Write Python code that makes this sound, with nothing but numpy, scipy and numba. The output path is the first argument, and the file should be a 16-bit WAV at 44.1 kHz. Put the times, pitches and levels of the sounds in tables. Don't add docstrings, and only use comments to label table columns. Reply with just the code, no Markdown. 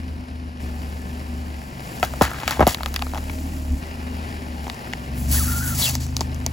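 import sys
import numpy as np
from scipy import signal
from scipy.fft import rfft, irfft, next_fast_len
from scipy.io import wavfile
from scipy.ndimage import uniform_filter1d
from numba import njit

SR = 44100
rng = np.random.default_rng(int(sys.argv[2]) if len(sys.argv) > 2 else 0)


def bounce(signal):
    frames = np.transpose(np.atleast_2d(signal))
    limited = np.clip(frames, -1, 1)
    pcm = np.round(limited * 32767).astype(np.int16)
    wavfile.write(sys.argv[1], SR, pcm)


N = 287532
SIZE = next_fast_len(N, True)
T, HZ = np.arange(N) / SR, np.fft.rfftfreq(SIZE, 1 / SR)


def undb(db):
    return 10 ** (np.asarray(db) / 20)


def unit(x):
    return x / np.sqrt(np.mean(x ** 2))


def peak(x):
    return x / abs(x).max()


def curves(table):
    s, *rest = np.transpose(table)
    return [np.interp(T, s, column) for column in rest]


def along(points, log=True):
    f, value = np.transpose(points)
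    return np.interp(np.log(HZ + 1), np.log(f + 1), value) if log else np.interp(HZ, f, value)


def colour(x, points, lo_hz, hi_hz):
    spectrum = rfft(x, SIZE) * undb(along(points))
    inside = spectrum[(HZ > lo_hz) & (HZ < hi_hz)]
    return irfft(spectrum, SIZE)[:N] / (np.sqrt(2 * np.sum(abs(inside) ** 2)) / SIZE)


@njit
def svf(x, hz, width):
    y, b, l = np.empty(len(x)), 0., 0.
    for i in range(len(x)):
        g, k = np.tan(np.pi * hz[i] / SR), width / hz[i]
        v = (b + g * (x[i] - l)) / (1 + g * (g + k))
        b, l, y[i] = 2 * v - b, l + 2 * g * v, k * v
    return y


def band(x, hz, width):
    return svf(x, np.zeros(len(x)) + hz, float(width))


def band_twice(x, hz, width, second_width):
    return band(band(x, hz, width), hz, second_width)


def noise_band(hz, width, second_width, samples=N):
    return unit(band_twice(rng.standard_normal(samples), hz, width, second_width))


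def walk(rate):
    k = int(SR / rate)
    steps = np.repeat(rng.standard_normal(N // k + 1), k)
    return unit(uniform_filter1d(uniform_filter1d(steps, k), k)[:N])


def grains(rate, spread_db, tail_s):
    kicks = (rng.random(N) < rate / SR) * undb(spread_db * rng.exponential(size=N))
    bursts = signal.lfilter([1], [1, -np.exp(-1 / (tail_s * SR))], kicks)
    return unit(rng.standard_normal(N) * (1 + bursts))


def while_on(start, end, edge_s):
    return np.clip(np.minimum(T - start, end - T) / edge_s, 0, 1)


def bumps(rows):
    return sum(db * np.cos(np.pi / 2 * np.clip((T - s) / half, -1, 1)) ** 2 for s, db, half in rows)


def buckle(events, modes, fold_t60, sharp_thud_db, thud_gain, top_share_db, wide, reach,
           crack_share, boost_db, snap_db):
    out, t = np.zeros(N + 3000), T[:3000]
    f, mode_db, ring_s = (column[:, None] for column in np.transpose(modes))
    for s, peak_db, hz, crack_db, crack_hz in events:
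        thud_db = sharp_thud_db - thud_gain * crack_db
        top_db = crack_db + top_share_db + 8 * np.log2(crack_hz / 4000)
        t60 = fold_t60 + .002 * peak_db
        fade = undb(-60 * t / max(t60, .011))
        chance, noise = rng.standard_normal((3, len(modes), 1)), rng.standard_normal((2, len(t)))

        sag, sag_s = .3 * np.clip(1 - peak_db / -12, 0, 1), .006
        bent_t = (1 - sag) * t + sag * sag_s * (1 - np.exp(-t / sag_s))
        distance = np.log2(f / hz)
        gain = np.sign(chance[2]) * undb(mode_db + 3.4 * chance[0] - reach * distance ** 2)
        tones = np.sin(2 * np.pi * f * (1 + 0.065 * chance[1]) * bent_t)
        ring = np.sum(gain * tones * undb(-60 * t / ring_s), axis=0)
        rustle = band_twice(noise[0] * fade, hz, 0.51 * hz, 1.5 * hz)
        ring = peak(ring) * fade + 0.47 * peak(rustle)
        ring *= 1 - np.exp(-t * hz / 0.27)

        thud_hz = np.array([[120], [290]]) * (1 + 0.26 * np.tanh(chance[2, :2]))
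        thud = np.sin(2 * np.pi * thud_hz * t).sum(axis=0)
        thud *= 0.99 * (1 - np.exp(-t / 0.0019)) * undb(-60 * t / 0.048)

        snap = noise[1] * (undb(-60 * t / .0045) + crack_share * fade ** .8)
        snap[0] = 5 * np.sign(chance[0, 0, 0])
        crack = peak(band_twice(snap, crack_hz, wide * crack_hz, 2 * wide * crack_hz))
        top = peak(band(band(snap, 11400, 8400), 11700, 9100))

        one = peak(ring) + undb(thud_db) * thud + undb(crack_db + snap_db) * crack
        one += undb(top_db + snap_db + 6.5) * top
        start = int((s + 0.000995) * SR)
        out[start:start + len(t)] += undb(peak_db + boost_db) * one
    return out[:N]


def can_folds():
    # start_s, ring_peak_db, ring_centre_hz,
    # crack_db (against the ring), crack_centre_hz
    dents = [(1.967, -37, 515, 0, 4180), (1.998, -35, 673, 2, 5400), (2.028, -9, 820, -3, 2200),
             (2.048, -27, 646, 2, 5870), (2.136, -22.5, 800, -19, 4210), (2.2105, -5.5, 900, -17, 2407),
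             (2.218, -11, 816, -10, 2930), (2.221, -12, 1000, -8, 3910), (2.279, -24, 680, -20, 2500),
             (2.307, -27, 1350, -25, 2500), (2.314, -22, 1290, -20, 2400), (2.333, -26, 1540, -11, 7230),
             (2.343, -25, 1480, -22, 2500), (2.36, -26, 1490, -22, 2500), (2.383, -26, 1560, -8, 2400),
             (2.401, -31, 896, 2.5, 3500), (2.423, -28, 1200, -15, 2600), (2.432, -18.5, 1190, -13, 2930),
             (2.477, -12, 1200, -1, 3500), (2.508, -15, 1100, -3, 5260), (2.522, -20, 1700, -7, 2470),
             (2.571, -24, 1010, -20, 2400), (2.594, -11, 700, -24, 2500), (2.605, -5.5, 680, -24, 6260),
             (2.61, -7, 1000, -28, 3140), (2.614, -13, 805, -22, 2410), (2.625, -10, 700, -16, 2200),
             (2.6675, -7, 760, -7, 4000), (2.675, -13, 900, 0, 7100), (2.71, -24, 900, -12, 2500),
             (2.745, -19, 1686, 3, 3000), (2.784, -28, 1419, -24, 2400), (2.806, -22, 1100, -15, 3320),
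             (2.832, -20.5, 1220, -3.5, 3570), (2.859, -16, 1210, -3.5, 3533), (2.88, -32, 1200, -15, 2500),
             (2.884, -38, 1750, 3, 5600), (2.941, -24, 1300, 2, 5000), (2.954, -32, 1750, -5, 2300),
             (2.961, -19, 1750, 5, 3600), (2.992, -28, 1000, -0.5, 3140), (3.016, -25.5, 1010, -18, 2500),
             (3.021, -17, 1181, -4, 3200), (3.066, -25, 1300, -8, 2370), (3.095, -43, 1750, 4, 4200),
             (3.135, -19.5, 937, -18, 2330), (3.146, -22.5, 850, -6.5, 2830), (3.155, -23, 790, -14, 3050),
             (3.166, -25, 900, -15, 2750), (3.175, -22.5, 1000, -8, 2394), (3.181, -25, 1100, -10, 2400),
             (3.296, -23, 1750, -11, 1900)]
    # pitch_hz, level_db, ring_t60_s
    can_modes = [(406, -7, 0.043), (636, 0, 0.07), (792, 0.5, 0.08), (1040, -3, 0.035), (1220, 1, 0.056),
                 (1480, -3, .04), (1750, -8, .05), (2350, 0, 0.049), (2900, -19, .05)]
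    return buckle(dents, can_modes, fold_t60=.062, sharp_thud_db=-23, thud_gain=.4, top_share_db=-9.5,
                  wide=.85, reach=8., crack_share=.13, boost_db=2.1, snap_db=6.5)


def whumps():
    # start_s, level_db, start_pitch_hz, length_s
    blows = [(2.212, -7, 700, .0115), (2.5945, -8, 850, .0045), (2.6068, -9.5, 760, .011),
             (2.6262, -9, 720, .006), (2.669, -8, 800, .010)]
    end_hz, after_swing_db = 85, -11
    out, t = np.zeros(N), T[:3000]
    for s, db, hz, length in blows:
        fall_s = .4 * length
        turns = end_hz * t + (hz - end_hz) * fall_s * (1 - np.exp(-t / fall_s))
        blow = np.exp(-(t / length) ** 4)
        after_swing = undb(after_swing_db) * (1 - blow) * np.exp(-(t / (2.5 * length)) ** 2)
        start = int(s * SR)
        out[start:start + len(t)] -= undb(db) * (blow + after_swing) * np.sin(2 * np.pi * turns)
    return out


def burst(s, db, fall_db_s):
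    return np.clip((T - s) / .004, 0, 1) * undb(db - fall_db_s * np.maximum(T - s, 0))


def spray():
    # start_s, spray_db, spray_fall_db_per_s, gurgle_db
    spurt_rows = [(2.029, -27, 600, -27), (2.216, -21, 450, -15.5), (2.478, -29, 700, -28),
                  (2.506, -36, 300, -30), (2.669, -27, 170, -25)]
    # pitch_hz, level_db (per Hz)
    spray_colour = [(1500, -3), (3000, 0.5), (7000, -1.5), (11000, -2), (16000, -4)]
    hiss = colour(grains(540, 1.8, 0.002), spray_colour, 2900, 7700)
    spurts = sum(burst(s, db, fall) for s, db, fall, _ in spurt_rows)
    spurts = spurts * np.clip((2.76 - T) / .01, 0, 1)

    gurgle = unit(band(grains(300, 1.6, 0.0014), 1150 * undb(1.6 * walk(30.2)), 800))
    gurgles = sum(burst(s, db, 320) for s, _, _, db in spurt_rows)
    slosh = while_on(2.22, 2.72, .03) * undb(-40 + 3 * walk(14))

    foam = unit(band(grains(400, 1.2, .001), 2200, 1200))
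    seethe = while_on(2.4, 2.6, .04) * undb(-41.5 + 2.5 * walk(25)) * foam
    return seethe + spurts * hiss + (slosh + gurgles) * gurgle


def carton_folds():
    # start_s, ring_peak_db, ring_centre_hz,
    # crack_db (against the ring), crack_centre_hz
    creases = [(4.667, -23, 600, -20, 2800), (4.679, -24, 700, -15, 5500), (4.698, -25, 800, 0, 3200),
               (4.744, -37, 681, 0, 6700), (4.873, -32, 746, -8, 1700), (4.927, -33, 1797, -1, 2633),
               (4.934, -26, 859, 1, 2382), (5.952, -21, 980, 0, 6910), (6.065, -37, 877, 1, 7000),
               (6.166, -28, 1130, 13, 5190), (6.192, -31, 676, -9, 4084), (6.207, -20, 600, 1, 5400),
               (6.211, -19, 800, -12, 4364), (6.345, -39, 689, 5, 7000), (6.463, -22, 776, 7, 5800)]
    # pitch_hz, level_db, ring_t60_s
    carton_modes = [(405, 5, 0.06), (725, 1.5, 0.0083), (920, 6, 0.021), (1400, -17, .015),
                    (2170, 13, .012)]
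    return buckle(creases, carton_modes, fold_t60=.058, sharp_thud_db=-18, thud_gain=.3, top_share_db=-17,
                  wide=.55, reach=4.7, crack_share=.06, boost_db=2.14, snap_db=10.5)


def jet():
    # start_s, level_db
    jet_rows = [(5.12, -58), (5.276, -43), (5.322, -29), (5.374, -27), (5.46, -36), (5.7, -35),
                (5.736, -37), (5.78, -31), (5.836, -24), (5.896, -26), (5.93, -37.5), (5.96, -36),
                (5.995, -50), (6.006, -35.5), (6.045, -40), (6.07, -47), (6.16, -56), (6.169, -34),
                (6.19, -48), (6.208, -50), (6.213, -34), (6.235, -48), (6.3, -60)]
    # pitch_hz, level_db (per Hz)
    jet_colour = [(400, -12), (800, -3), (1500, -9), (2900, -4), (3500, -6.5), (4400, -2), (6000, -0.5),
                  (8000, 1), (10000, -16)]
    # pitch_hz, level_db (per Hz)
    jet_top_colour = [(6000, -12.5), (9000, 1), (13500, -2), (16000, -2)]
    widening_s = (5.76, 5.95)
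    top_db = -1 + np.interp(T, widening_s, [0, -12]) + 2.5 * walk(20)
    hz = np.interp(T, widening_s, [6300, 5200]) * undb(.8 * walk(15))
    low = colour(grains(200, 0.8, 0.00045), jet_colour, 3020, 8400)
    low = low + 0.6 * unit(band(rng.standard_normal(N), hz, 1500))
    top = colour(grains(200, 0.93, 0.00055), jet_top_colour, 10460, 11870)
    level = undb(curves(jet_rows)[0] + 1.26 * walk(60))
    return while_on(jet_rows[0][0], jet_rows[-1][0], 0.06) * level * (0.78 * low + undb(top_db) * top)


def whistles():
    # start_s, pitch_hz, level_db, roughness (0-1)
    whistle_tables = [
        [(5.335, 1330, -44, .8), (5.352, 1550, -33, .5), (5.37, 1830, -41, .9), (5.387, 1780, -36, .6),
         (5.399, 1350, -32, .35), (5.413, 1300, -31.5, .3), (5.42, 1180, -33, .4), (5.432, 1140, -44, .4)],
        [(5.433, 1750, -37, .95), (5.46, 1380, -38, 1), (5.51, 1450, -36.5, .8), (5.534, 1400, -32, .3),
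         (5.543, 1335, -35, .3), (5.558, 1413, -31, .3), (5.61, 1389, -33, .45), (5.63, 1550, -35, .6),
         (5.652, 1470, -34, .55), (5.68, 1450, -34, .6), (5.693, 1580, -35, .65), (5.705, 1450, -34, .55),
         (5.722, 1390, -33, .6), (5.736, 1394, -33, .4), (5.748, 1300, -46, .5)],
        [(5.805, 4500, -36, 1), (5.817, 4400, -28, .9), (5.824, 3950, -26, .85), (5.836, 3950, -24, .75),
         (5.848, 3750, -25, .8), (5.858, 3350, -27.5, .6), (5.868, 2720, -29.5, .35), (5.888, 2670, -31, .35),
         (5.9, 2300, -44, .8)],
        [(5.815, 3600, -36, 1), (5.826, 3500, -29, 1), (5.843, 3350, -27.5, .95), (5.856, 3300, -36, 1)],
    ]
    out = np.zeros(N)
    waver, flutter, air = walk(160), undb(2.1 * walk(90)), rng.standard_normal(N)
    for table in whistle_tables:
        pitch, level_db, rough = curves(table)
        sine = np.sqrt(2) * np.sin(2 * np.pi * np.cumsum(pitch * (1 + .03 * rough * waver)) / SR)
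        frayed = unit(band_twice(air, pitch, .17 * pitch.mean(), .3 * pitch.mean()))
        tone = np.sqrt(1 - rough ** 2) * sine + rough * frayed
        out += while_on(table[0][0], table[-1][0], 0.005) * undb(level_db) * flutter * tone
    return out


def firing():
    # start_s, firing_rate_hz
    firing_rows = [(0, 25.6), (.59, 24.75), (.61, 24), (1.5, 24.4), (1.66, 22.5), (2.24, 22.4), (2.5, 23.3),
                   (2.74, 22.2), (2.78, 33.4), (3.398, 38.4), (3.6, 37.5), (3.79, 34.3), (3.81, 25.4),
                   (4.34, 25.4), (4.56, 24.2), (4.7, 22.1), (5.11, 21.85), (5.51, 25.05), (5.68, 26.17),
                   (6.52, 25.4)]
    hz = curves(firing_rows)[0]
    return hz, np.cumsum(hz * (1 + 0.0038 * walk(12))) / SR


def exhaust_levels():
    # start_s, level_db
    boom_rows = [(0, -31), (.48, -31.5), (.59, -39), (.61, -28), (1.16, -34), (1.32, -28.5), (1.5, -31),
                 (1.68, -39), (1.92, -52), (2.02, -32), (2.93, -30), (3.79, -30), (3.81, -35), (4.1, -29.5),
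                 (4.34, -33.5), (4.68, -32), (4.88, -41), (5.06, -35), (5.24, -25), (5.3, -18.5),
                 (5.51, -23.5), (5.6, -28.5), (6.52, -28.5)]
    # centre_s, change_db, half_length_s
    swings = [(.268, -12, .05), (2.24, 5, .05), (2.33, -10, .06), (2.42, -30, .05), (2.54, -10, .05),
              (2.63, 11, .07), (2.76, -22, .07), (3.73, 11.5, .06), (4.79, -22, .1), (5.05, -8, .03),
              (5.86, -11, .06)]
    # start_s, level_db
    second_rows = [(0, -51), (1.5, -53), (1.76, -46), (2.6, -43), (2.9, -54), (3.4, -48), (3.78, -44),
                   (3.82, -58), (4.7, -57), (5.03, -43), (5.28, -34), (5.75, -32), (6.52, -38)]
    # centre_s, change_db, half_length_s
    third_swells = [(3.5, 3.5, .3), (5.6, 3.5, .9)]
    boom = curves(boom_rows)[0] + bumps(swings)
    third = -39.5 + .45 * (boom - -30) + bumps(third_swells)
    return boom, curves(second_rows)[0], third


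def exhaust(hz, phase, mode_db):
    # pitch_hz, width_hz, gas_roughness (share of noise)
    pipe_modes = [(70.2, 11.7, 0.16), (126.84, 25, 0.25), (245, 24, 0.62)]
    # pitch_hz, width_hz, level_db (against the third mode)
    side_modes = [(186, 18, -6.5), (310, 50, -12)]
    step, order = 16, np.arange(1, 17)[:, None]
    tones = np.sin(2 * np.pi * (order * phase[::step] + rng.random(order.shape)))

    def near(f, width):
        return 1 / (1 + (2 * (order * hz[::step] - f) / width) ** 2)

    body = np.interp(T, T[::step], np.sum(near(37, 13) * tones, axis=0))
    out = undb(mode_db[0] - 6.5) * body
    for (f, width, rough), db, trim_db in zip(pipe_modes, mode_db, [.1, 2.1, .3]):
        f = f * (1 + .003 * (hz - 24))
        weight = near(f[::step], width)
        hum = np.sum(weight * tones, axis=0) / np.sqrt(np.sum(weight ** 2, axis=0) / 2)
        gas = noise_band(f, width, 1.6 * width)
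        out += undb(db + trim_db) * (np.interp(T, T[::step], hum) + rough * gas)

    out += undb(mode_db[2] - 9 + 2.1 * walk(13)) * np.sin(2 * np.pi * 8 * phase)
    for f, width, db in side_modes:
        out += undb(mode_db[2] + db) * noise_band(f, width, width)
    return out


def clatter_and_fizz(phase):
    # start_s, clatter_db, fizz_db
    clatter_tables = [
        [(0, -47, -66), (.59, -47.5, -74)],
        [(.61, -44, -59.5), (1.8, -44, -59.5), (1.85, -42, -53), (2.8, -44, -54), (3.3, -43, -54),
         (3.79, -45.5, -54.5)],
        [(3.81, -41.5, -59.5), (4.6, -42, -59.5), (4.8, -40.5, -57), (5.9, -48, -67), (6.52, -41.5, -58.5)],
    ]
    # pitch_hz, level_db (per Hz)
    clatter_colour = [(20, -4), (60, 5.5), (200, 4.5), (450, -4), (800, -3), (1300, -8), (1750, -7),
                      (2200, -11.5), (2900, -11), (3500, -19.5), (5000, -16.5), (7000, -30.5),
                      (10700, -23.5), (16000, -61)]
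    # pitch_hz, level_db (per Hz)
    fizz_colour = [(1000, -4), (3000, -6), (8000, 3.5), (12000, 0.5), (16000, -1)]
    clatter_db, fizz_db = curves(np.vstack(clatter_tables))
    throb = 1 + .22 * np.exp(-(phase % 1) / 0.34)
    clatter = colour(throb * grains(60, 1.16, 0.0017), clatter_colour, 660, 2000)
    fizz = colour(grains(150, 1.9, 0.00064), fizz_colour, 10230, 12090)
    return undb(clatter_db + 0.83 * walk(9)) * clatter + undb(fizz_db + .8 * walk(18)) * fizz


def drones():
    # start_s, end_s, pitch_hz, width_hz, level_db (of the noise)
    drone_rows = [(3.1, 3.79, 626, 14, -49), (.55, 1.35, 1740, 16, -58), (.61, 1.4, 1050, 20, -62),
                  (.61, 2, 760, 70, -54), (.61, 1.5, 393, 14, -56), (3.81, 4.45, 2830, 70, -58),
                  (3.81, 4.65, 1990, 60, -59), (3.81, 4.2, 1330, 30, -62), (3.81, 5.2, 820, 80, -53),
                  (3.81, 4.6, 393, 14, -53), (3.81, 4.6, 2310, 40, -62)]
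    out = np.zeros(N)
    for start, end, f, width, db in drone_rows:
        span = slice(int(start * SR), int(end * SR))
        hum = noise_band(f, width, width, len(T[span]))
        steady = max(1.6 - width / 12, 0) * np.sin(2 * np.pi * f * T[span])
        out[span] += while_on(start, end, 0.043)[span] * undb(db) * (hum + steady)
    return out


def engine(hz, phase, mode_db):
    return exhaust(hz, phase, mode_db) + drones() + clatter_and_fizz(phase)


def ports(x, scattered, lead, wet):
    # pitch_hz, left_lead_half_turns
    treble_lead = [(7400, 0), (8500, -1), (9500, -1), (10600, -2), (11900, -2), (12800, -3), (13900, -3),
                   (14700, -4)]
    # pitch_hz, left_minus_right_db
    balance = [(60, 0.5), (110, 0.5), (200, 1.0), (380, 2.5), (700, 5.0), (1290, 1.5), (2380, 2.5),
               (4400, 4.0), (8120, 0.5), (15000, 0.0)]
    # pitch_hz, share (0-1)
    diffuse = [(60, 0.06), (125, 0.22), (250, 0.42), (600, 0.84), (1200, 0.64), (2000, 0.44), (5000, 0.65),
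               (8300, 0), (9700, 0), (11200, .3), (12700, 0), (14000, 0), (15200, .3)]
    share = np.clip(wet * along(diffuse), 0, 1)
    turn = np.exp(-1j * np.pi * (along(lead, False) + along(treble_lead, False)))
    tilt = undb(along(balance) / 2)
    direct = rfft(x, SIZE)
    right = np.sqrt(1 - share ** 2) * turn * direct + share * rfft(scattered, SIZE)
    return irfft(np.array([direct * tilt, right / tilt]), SIZE)[:, :N]


def scene():
    # pitch_hz, left_lead_half_turns
    wheel_lead = [(0, 0.019), (1400, 0.21), (2500, 0.37), (4500, 0.18), (7400, 0.019)]
    # pitch_hz, left_lead_half_turns
    engine_lead = [(0, 0), (350, 0), (1200, 1), (2100, 1.59), (2800, 2.5), (4100, 2), (7400, 2)]
    wheel = can_folds() + whumps() + spray() + carton_folds() + jet() + whistles()
    echoes = rng.standard_normal(1500) * np.exp(-T[:1500] / 0.003)
    scattered = signal.fftconvolve(wheel, echoes / np.linalg.norm(echoes))[:N]

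    hz, phase = firing()
    mode_db = exhaust_levels()
    car = ports(engine(hz, phase, mode_db), engine(hz, phase, mode_db), engine_lead, 1)
    return car + ports(wheel, scattered, wheel_lead, .8)


def record(dry):
    rounded = np.tanh(1.116 * dry) / 1.084
    return signal.sosfilt(signal.ellip(8, .2, 60, 15800, fs=SR, output="sos"), rounded)


dry = scene()
out = record(dry)
bounce(out)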